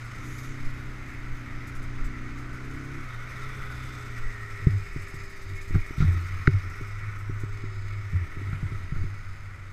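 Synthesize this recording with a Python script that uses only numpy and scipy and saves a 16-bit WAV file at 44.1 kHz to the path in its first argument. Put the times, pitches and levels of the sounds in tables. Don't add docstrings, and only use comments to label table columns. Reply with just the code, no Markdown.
import sys
import numpy as np
from scipy import signal
from scipy.fft import rfft, irfft
from scipy.io import wavfile

SR = 44100
rng = np.random.default_rng(int(sys.argv[2]) if len(sys.argv) > 2 else 0)


def pcm_store(signal):
    levels = np.round(np.clip(np.atleast_2d(signal), -1, 1) * 32767)
    wavfile.write(sys.argv[1], SR, levels.astype(np.int16).T)


N = 428652

# frequency in Hz, relative density in dB per Hz.
BED_SPECTRUM = [(24, -56), (40, -10.5), (108, -10.5), (187, -20.5), (375, -26), (791, -30.5), (2090, -21.5),
                (2880, -37.5), (6390, -46.5), (15200, -63.5)]
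# time in seconds, then levels in dB of the lower clatter,
# the upper clatter, the treble hiss and the tyre bed.
NOISE_LEVELS = [(0.0, -50, -52.5, -58, -44.5), (1.0, -52, -50, -62, -44), (2.46, -48.5, -52, -62.5, -44.5),
                (3.63, -45.5, -47.5, -56.5, -43), (5.71, -55, -47, -59.5, -49.5),
                (6.14, -46.5, -45, -56, -46), (7.12, -47, -48.5, -60, -47.5), (7.85, -51.5, -51, -62, -49),
                (8.6, -51.5, -49, -60, -47), (9.72, -54, -56, -65.5, -50)]
# peak time in seconds, peak level in dB.
WIND_GUSTS = [(.68, -24), (1.3, -26.5), (2.05, -24), (4.26, -26), (5.75, -20.5), (6.081, -21.5),
              (9.02, -24)]
# start in seconds, length in seconds,
# centre in Hz, filter width per pass in Hz, level in dB.
SINGING_BANDS = [(0.163, 0.42, 6500, 1500, -58), (0.197, 0.31, 10500, 4800, -62),
                 (3.299, 0.92, 3500, 300, -60.5), (4.05, 0.66, 1884, 110, -46.5),
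                 (5.972, 0.087, 3400, 3700, -51.5)]
# frequency in Hz, width in Hz, relative level in dB.
TREBLE_MODES = [(2990, 98, 1.5), (3610, 284, 3.5), (5200, 1280, 0.5), (5546, 550, 2.5), (6330, 600, -5),
                (7960, 430, -3), (8810, 480, -10.5), (10700, 1030, -9), (13150, 3600, -17.5)]
# first start in seconds, how many,
# gap in seconds, relative strength in dB.
CHUFF_RUNS = [(0.034, 3, 0.11, -48), (0.375, 2, 0.059, -42), (.644, 1, 0, -46.5), (1.081, 1, 0, -50),
              (1.671, 3, 0.075, -46), (2.041, 1, 0, -43), (2.373, 2, .155, -51), (2.636, 5, 0.098, -51),
              (3.29, 6, 0.064, -50), (3.745, 2, 0.098, -47), (3.93, 7, 0.058, -50.5),
              (4.407, 9, 0.074, -50.5), (5.016, 3, 0.063, -46.5), (5.235, 11, .0628, -46.5),
              (5.968, 5, 0.075, -46.5), (6.69, 3, 0.058, -48.5), (6.868, 1, 0.033, -47),
              (7.184, 2, 0.213, -47.5), (8.635, 3, 0.069, -57)]
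# frequency in Hz,
# width per pass in Hz, relative level per pass in dB.
CASE_MODES = [(1384, 306, 4.5), (980, 280, -8.5), (1905, 710, -1), (2474, 930, -7.5)]
# frequency in Hz, width in Hz, relative level in dB.
CASE_RINGS = [(600, 74, -6), (780, 50, 0)]
# frequency in Hz, width in Hz, relative level in dB.
BROAD_SNAP = [(3300, 3000, -15)]
# start in seconds, relative strength in dB,
# time to fall 60 dB in seconds.
HARD_CONTACTS = [(5.74, -40, 0.12), (5.999, -38.5, 0.17), (6.472, -19, 0.018), (8.525, -41.5, 0.064),
                 (8.949, -48, 0.11)]
# time in seconds (the thump starts 3 ms later), then relative
# strengths in dB of the dull part and the sharp part.
MOUNT_KNOCKS = [(4.665, -10.5, -30), (4.957, -28.5, -37.5), (5.136, -34.5, -48), (5.703, -30, -41),
                (5.741, -20.5, -42), (5.752, -15.5, -35), (5.903, -37.5, -39.5), (5.976, -24, -50),
                (6, -16, -41), (6.019, -14.5, -40), (6.039, -18.5, -51), (6.473, -10.5, -23),
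                (6.806, -35, -42), (7.292, -32, -38.5), (7.431, -31.5, -38), (7.634, -36, -39.5),
                (8.129, -25.5, -50), (8.365, -32.5, -47), (8.411, -39, -44), (8.525, -25.5, -49),
                (8.624, -23.5, -57.5), (8.715, -30.5, -44), (8.918, -24, -53.5), (8.958, -30, -47),
                (9.035, -28, -43)]
# frequency in Hz, relative level in dB,
# time to fall 60 dB in seconds.
MOUNT_MODES = [(78.6, -3, 0.063), (137, 5.5, 0.066), (295, 15, 0.018), (380, -4, 0.12)]
# start in seconds, end in seconds, pitch in Hz, level in dB.
IDLE_HUMS = [(4.62, 4.663, 99.5, -34), (6.83, 8.115, 101.8, -35), (9.15, 9.702, 96.9, -41.5)]
# peak time in seconds, rise in seconds,
# fall in seconds, pitch in Hz, peak level in dB.
MOUNT_SWINGS = [(4.73, .15, .11, 100, -23.5), (5, .08, 0.16, 93.8, -39.5), (5.2, 0.1, 0.11, 94.4, -39.5),
                (5.53, 0.15, 0.16, 95.9, -35), (5.771, 0.095, 0.052, 95.46, -22.5),
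                (6.09, 0.074, .17, 88, -17), (6.24, 0.067, .07, 88.5, -28.5),
                (6.31, 0.066, 0.27, 90.9, -31), (6.555, 0.12, .06, 97.5, -22),
                (6.63, 0.056, 0.21, 91.4, -35), (8.163, 0.069, 0.062, 90.5, -23),
                (8.22, 0.034, 0.073, 86, -26.5), (8.48, 0.17, 0.21, 98, -28),
                (8.651, 0.054, .08, 97, -29.5), (8.74, 0.1, 0.081, 100.2, -32), (8.84, .1, .12, 91.4, -36),
                (9.02, 0.13, 0.11, 96.1, -27.5), (9.11, 0.098, .1, 97.6, -35)]
# frequency in Hz, width in Hz, relative level in dB.
SHUDDER_MODES = [(151, 18.3, 3), (240, 100, -11.5), (347, 86, -10), (51.6, 58, 5.5), (94, 51, 1)]
# time in seconds, pitch in Hz, level in dB.
WHINE_CURVE = [(3.1, 382, -63), (3.45, 416.2, -58.5), (5.55, 389.8, -54.5), (6.6, 405, -66),
               (6.85, 396.6, -56.5), (7.25, 360.2, -63), (7.52, 410, -55.5), (7.87, 357.7, -58.5),
               (8.25, 398, -60), (9.2, 392, -64)]
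# time in seconds, base pitch in Hz, base level in dB.
GEAR_CURVE = [(4.95, 319, -72), (5.95, 311.5, -65.5), (6.45, 325.6, -85), (7.3, 310.4, -71),
              (8.9, 321, -66)]
# multiple of the base pitch, level above the base level in dB.
GEAR_MULTIPLES = [(2, -3.5), (3, -1.5), (4, 2.5)]
# time in seconds, firing rate in Hz, exhaust level in dB
# (the piped pulses sit 8 dB below it).
THROTTLE = [(0.0, 28.5, -61.5), (0.29, 31.66, -45), (0.41, 31.02, -50.5), (0.53, 33.05, -47.5),
            (0.65, 30.6, -49.5), (.82, 31.73, -48.5), (1.42, 30, -50), (2.1, 31, -45), (2.5, 31.04, -47.5),
            (2.79, 33.07, -44), (2.99, 34.23, -45), (3.13, 28.95, -66), (3.3, 30.7, -60),
            (3.58, 32.9, -53.5), (3.69, 30.56, -55), (3.86, 31.8, -51.5), (4.2, 29, -58),
            (4.46, 26.76, -62), (4.62, 26.7, -73)]
# multiple of the firing rate,
# level in dB at middle throttle.
ENGINE_ORDERS = [(2, -48), (3, -50), (6, -59.5), (8, -52.5), (9, -50.5), (10, -53), (11, -62), (12, -61.5),
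                 (13, -61.5)]
# frequency in Hz, width per pass in Hz, relative level per pass in dB.
PIPE_MODES = [(251, 104, 1), (426, 41, 3.5), (197, 154, 1)]

BREEZE_DB, GUST_RISE_DB_PER_S, GUST_FALL_DB_PER_S = -37.5, 118, 135
CHUFF_JITTER_S, CHUFF_SPREAD_DB = .003, 1
SWING_RANGE_DB, SWING_ROUNDING = 23.5, 1.56
SHUDDER_DB, SHUDDER_SHARE, SHUDDER_FLOOR_DB = -25, 0.52, -51.5
FOURTH_ORDER_DB, MIDDLE_THROTTLE_DB = -41, -45.5
CEILING, KNEE = 0.85, 19
CUTOFF_HZ = 15420


def from_db(db):
    return 10 ** (np.asarray(db) / 20)


def rms_one(x):
    return x / np.sqrt(np.mean(x ** 2) + 1e-20)


def white_noise():
    return rng.standard_normal(N)


def filtered(x, order, hz, kind):
    return signal.sosfilt(signal.butter(order, hz, kind, fs=SR, output="sos"), x)


def in_time(rows):
    s, *columns = np.transpose(rows)
    t = np.arange(N) / SR
    gate = np.interp(t, [s[0] - .03, s[0], s[-1], s[-1] + .03], [0, 1, 1, 0])
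    return [np.interp(t, s, column) for column in columns] + [gate]


def drift(rate):
    step = 40
    r = np.exp(-2 * np.pi * rate * step / SR)
    chance = rng.standard_normal(N // step + 2002)
    slow = signal.lfilter([1], [1, -2 * r, r * r], chance)[2000:]
    return np.interp(np.arange(N) / step, np.arange(len(slow)), rms_one(slow))


def lost(start, end, rise, fall):
    t = np.arange(N) / SR
    return np.maximum(start - t, 0) * rise + np.maximum(t - end, 0) * fall


def resonate(x, modes, patchy_db=0, rate=8.0):
    out = 0
    for k, (hz, width, level_db) in enumerate(modes):
        r = np.exp(-np.pi * width / SR)
        poles = [2, -4 * r * np.cos(2 * np.pi * hz / SR), 2 * r * r]
        band = signal.lfilter([1 - r * r, 0, r * r - 1], poles, x + 1e-18)
        out = out + (-1) ** k * from_db(level_db + patchy_db * drift(rate)) * band
    return out


def resonate_twice(x, modes, **wavering):
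    return resonate(resonate(x, modes), modes, **wavering)


def tone(hz):
    return np.sqrt(2) * np.sin(2 * np.pi * (np.cumsum(hz) / SR + rng.random()))


def impulses(rows, column):
    out, rows = np.zeros(N), np.array(rows)
    out[(rows[:, 0] * SR).astype(int)] = from_db(rows[:, column])
    return out


def fading(x, t60):
    return signal.lfilter([1], [1, -from_db(-60 / (t60 * SR))], x + 1e-18)


def tyre_bed():
    bed_db = in_time(NOISE_LEVELS)[3]
    spectrum_hz, density_db = np.transpose(BED_SPECTRUM)
    log_hz = np.log(np.fft.rfftfreq(N, 1 / SR) + 1)
    colour = from_db(np.interp(log_hz, np.log(spectrum_hz), density_db))
    return from_db(bed_db) * rms_one(irfft(rfft(white_noise()) * colour, N))


def wind():
    gusts_db = [db - lost(s, s, GUST_RISE_DB_PER_S, GUST_FALL_DB_PER_S) for s, db in WIND_GUSTS]
    wind_db = np.maximum(np.max(gusts_db, axis=0), BREEZE_DB)
    buffeting = filtered(white_noise(), 2, [8, 23], "band")
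    return from_db(wind_db) * rms_one(buffeting * from_db(0.58 * drift(4.2)))


def singing():
    t, white, out = np.arange(N) / SR, white_noise(), 0
    for start, length, hz, width, db in SINGING_BANDS:
        swell = np.sin(np.pi * np.clip((t - start) / length, 0, 1)) ** .5
        out = out + from_db(db) * swell * rms_one(resonate_twice(white, [(hz, width, 0)]))
    return out


def chuffs():
    rows = np.array([(s + k * gap, db) for s, count, gap, db in CHUFF_RUNS for k in range(count)])
    rows = rows + rng.standard_normal(rows.shape) * [CHUFF_JITTER_S, CHUFF_SPREAD_DB]
    shape = np.interp(np.arange(2000), [0, 200, 1000, 2000], [0, .8, .6, 0])
    envelope = np.convolve(impulses(rows, column=1), shape)[:N]
    puff = filtered(white_noise(), 2, 6500, "high")
    coloured = resonate(puff, TREBLE_MODES, patchy_db=2.0, rate=3.0)
    return from_db(-9.5) * envelope * rms_one(coloured + 0.03 * puff)


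def strands(low_hz, high_hz, count):
    pitches = np.geomspace(low_hz, high_hz, count) * (1 + 0.022 * rng.standard_normal(count))
    return resonate(white_noise(), [(hz, 23, 1) for hz in pitches], patchy_db=2.5, rate=5)


def clatter_and_hiss():
    lower_db, upper_db, treble_db, *_ = in_time(NOISE_LEVELS)
    ticks = white_noise() * from_db(2.0 * drift(62))
    ticks = ticks + 1.54 * strands(899.7, 8000, count=34)
    lower = rms_one(resonate_twice(ticks, CASE_MODES[:2], patchy_db=0.5, rate=23))
    upper = rms_one(resonate_twice(ticks, CASE_MODES[2:], patchy_db=1.5, rate=4))
    narrow_modes = [(hz, width / 2, 0) for hz, width, db in TREBLE_MODES]
    peaky = ticks + 0.48 * resonate(ticks, narrow_modes)
    hiss = rms_one(resonate(peaky, TREBLE_MODES, patchy_db=1.4, rate=1.17))
    return from_db(lower_db) * lower + from_db(upper_db) * upper + from_db(treble_db) * hiss


def snaps():
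    t, envelope = np.arange(N // 40) / SR, np.zeros(N)
    for s, db, t60 in HARD_CONTACTS:
        at = int(s * SR)
        attack = np.minimum(12 * t / t60, 1)
        envelope[at:at + len(t)] += from_db(db - 60 * t / t60) * attack
    crack = filtered(envelope * white_noise(), 3, 4500, "low")
    case = resonate_twice(crack, CASE_MODES)
    return from_db(17.0) * (case + resonate(crack, CASE_RINGS) + resonate(crack, BROAD_SNAP))


def knocks():
    dull = filtered(impulses(MOUNT_KNOCKS, column=1), 4, 260, "low")
    sharp = filtered(impulses(MOUNT_KNOCKS, column=2), 8, 440, "low")
    thump = 0
    for hz, db, t60 in MOUNT_MODES:
        r, w = from_db(-60 / (t60 * SR)), 2 * np.pi * hz / SR
        push = dull if hz < 250 else sharp
        ring = signal.lfilter([0, np.sin(w)], [1, -2 * r * np.cos(w), r * r], push + 1e-18)
        thump = thump + from_db(db) * ring
    return np.roll(thump, int(0.003 * SR))


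def shake():
    swings_db = [db - SWING_RANGE_DB * lost(s, s, 1 / rise, 1 / fall) ** SWING_ROUNDING
                 for s, rise, fall, hz, db in MOUNT_SWINGS]
    idle_db = [db - lost(start, end, 195, 220) for start, end, hz, db in IDLE_HUMS]
    motions_db = swings_db + idle_db
    hum_db = np.max(motions_db, axis=0)
    strongest = np.argmax(motions_db, axis=0)
    pitches = np.array([row[3] for row in MOUNT_SWINGS] + [row[2] for row in IDLE_HUMS])
    hum_hz = pitches[strongest] * (1 + 0.01503 * drift(12.0))
    hum = from_db(hum_db + 2.7 * drift(17.0)) * tone(hum_hz)

    shudder_db = SHUDDER_DB + SHUDDER_SHARE * np.max(swings_db, axis=0)
    floor_db = SHUDDER_FLOOR_DB - lost(IDLE_HUMS[0][0], N / SR, 275, 0)
    jolts = (rng.random(N) < 150 / SR) * white_noise() * 17
    shudder = rms_one(resonate(white_noise() + jolts, SHUDDER_MODES))
    return hum + from_db(np.maximum(shudder_db, floor_db)) * shudder


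def whine(rows, partials):
    hz, db, gate = in_time(rows)
    hz = hz * (1 + 0.004 * drift(27.3))
    out = 0
    for multiple, part_db in partials:
        out = out + from_db(db + part_db + 2.2 * drift(42)) * tone(multiple * hz)
    return gate * out


def engine():
    firing_hz, exhaust_db, gate = in_time(THROTTLE)
    firing_hz = firing_hz * (1 + 0.0044 * drift(4.5))
    fourth = from_db(FOURTH_ORDER_DB + 1.0 * drift(6.7)) * tone(4 * firing_hz)
    orders = 0
    for multiple, db in ENGINE_ORDERS:
        load = .3 if multiple < 4 else .95
        order_db = db + load * (exhaust_db - MIDDLE_THROTTLE_DB) + 2.2 * drift(3.0)
        orders = orders + from_db(order_db) * tone(multiple * firing_hz)
    cycles = np.cumsum(firing_hz) / SR + .006 * drift(15)
    fired = np.diff(np.floor(cycles), prepend=0) > 0
    pulses = fired * from_db(1.0 * white_noise())
    rasp = 0.012 * white_noise() * fading(pulses, 0.1)
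    pipe = rms_one(resonate_twice(pulses + rasp, PIPE_MODES))
    return gate * (fourth + orders + from_db(exhaust_db - 8.0) * pipe)


def scene():
    background = tyre_bed() + wind() + singing() + chuffs()
    contacts = snaps() + knocks() + shake()
    drive = whine(WHINE_CURVE, [(1, 0)]) + whine(GEAR_CURVE, GEAR_MULTIPLES)
    return (background + clatter_and_hiss() + contacts + drive + engine())[None]


def record(dry):
    rounded = dry / (1 + np.abs(dry / CEILING) ** KNEE) ** (1 / KNEE)
    return signal.sosfilt(signal.ellip(14, .5, 70, CUTOFF_HZ, fs=SR, output="sos"), rounded)


dry = scene()
out = record(dry)
pcm_store(out)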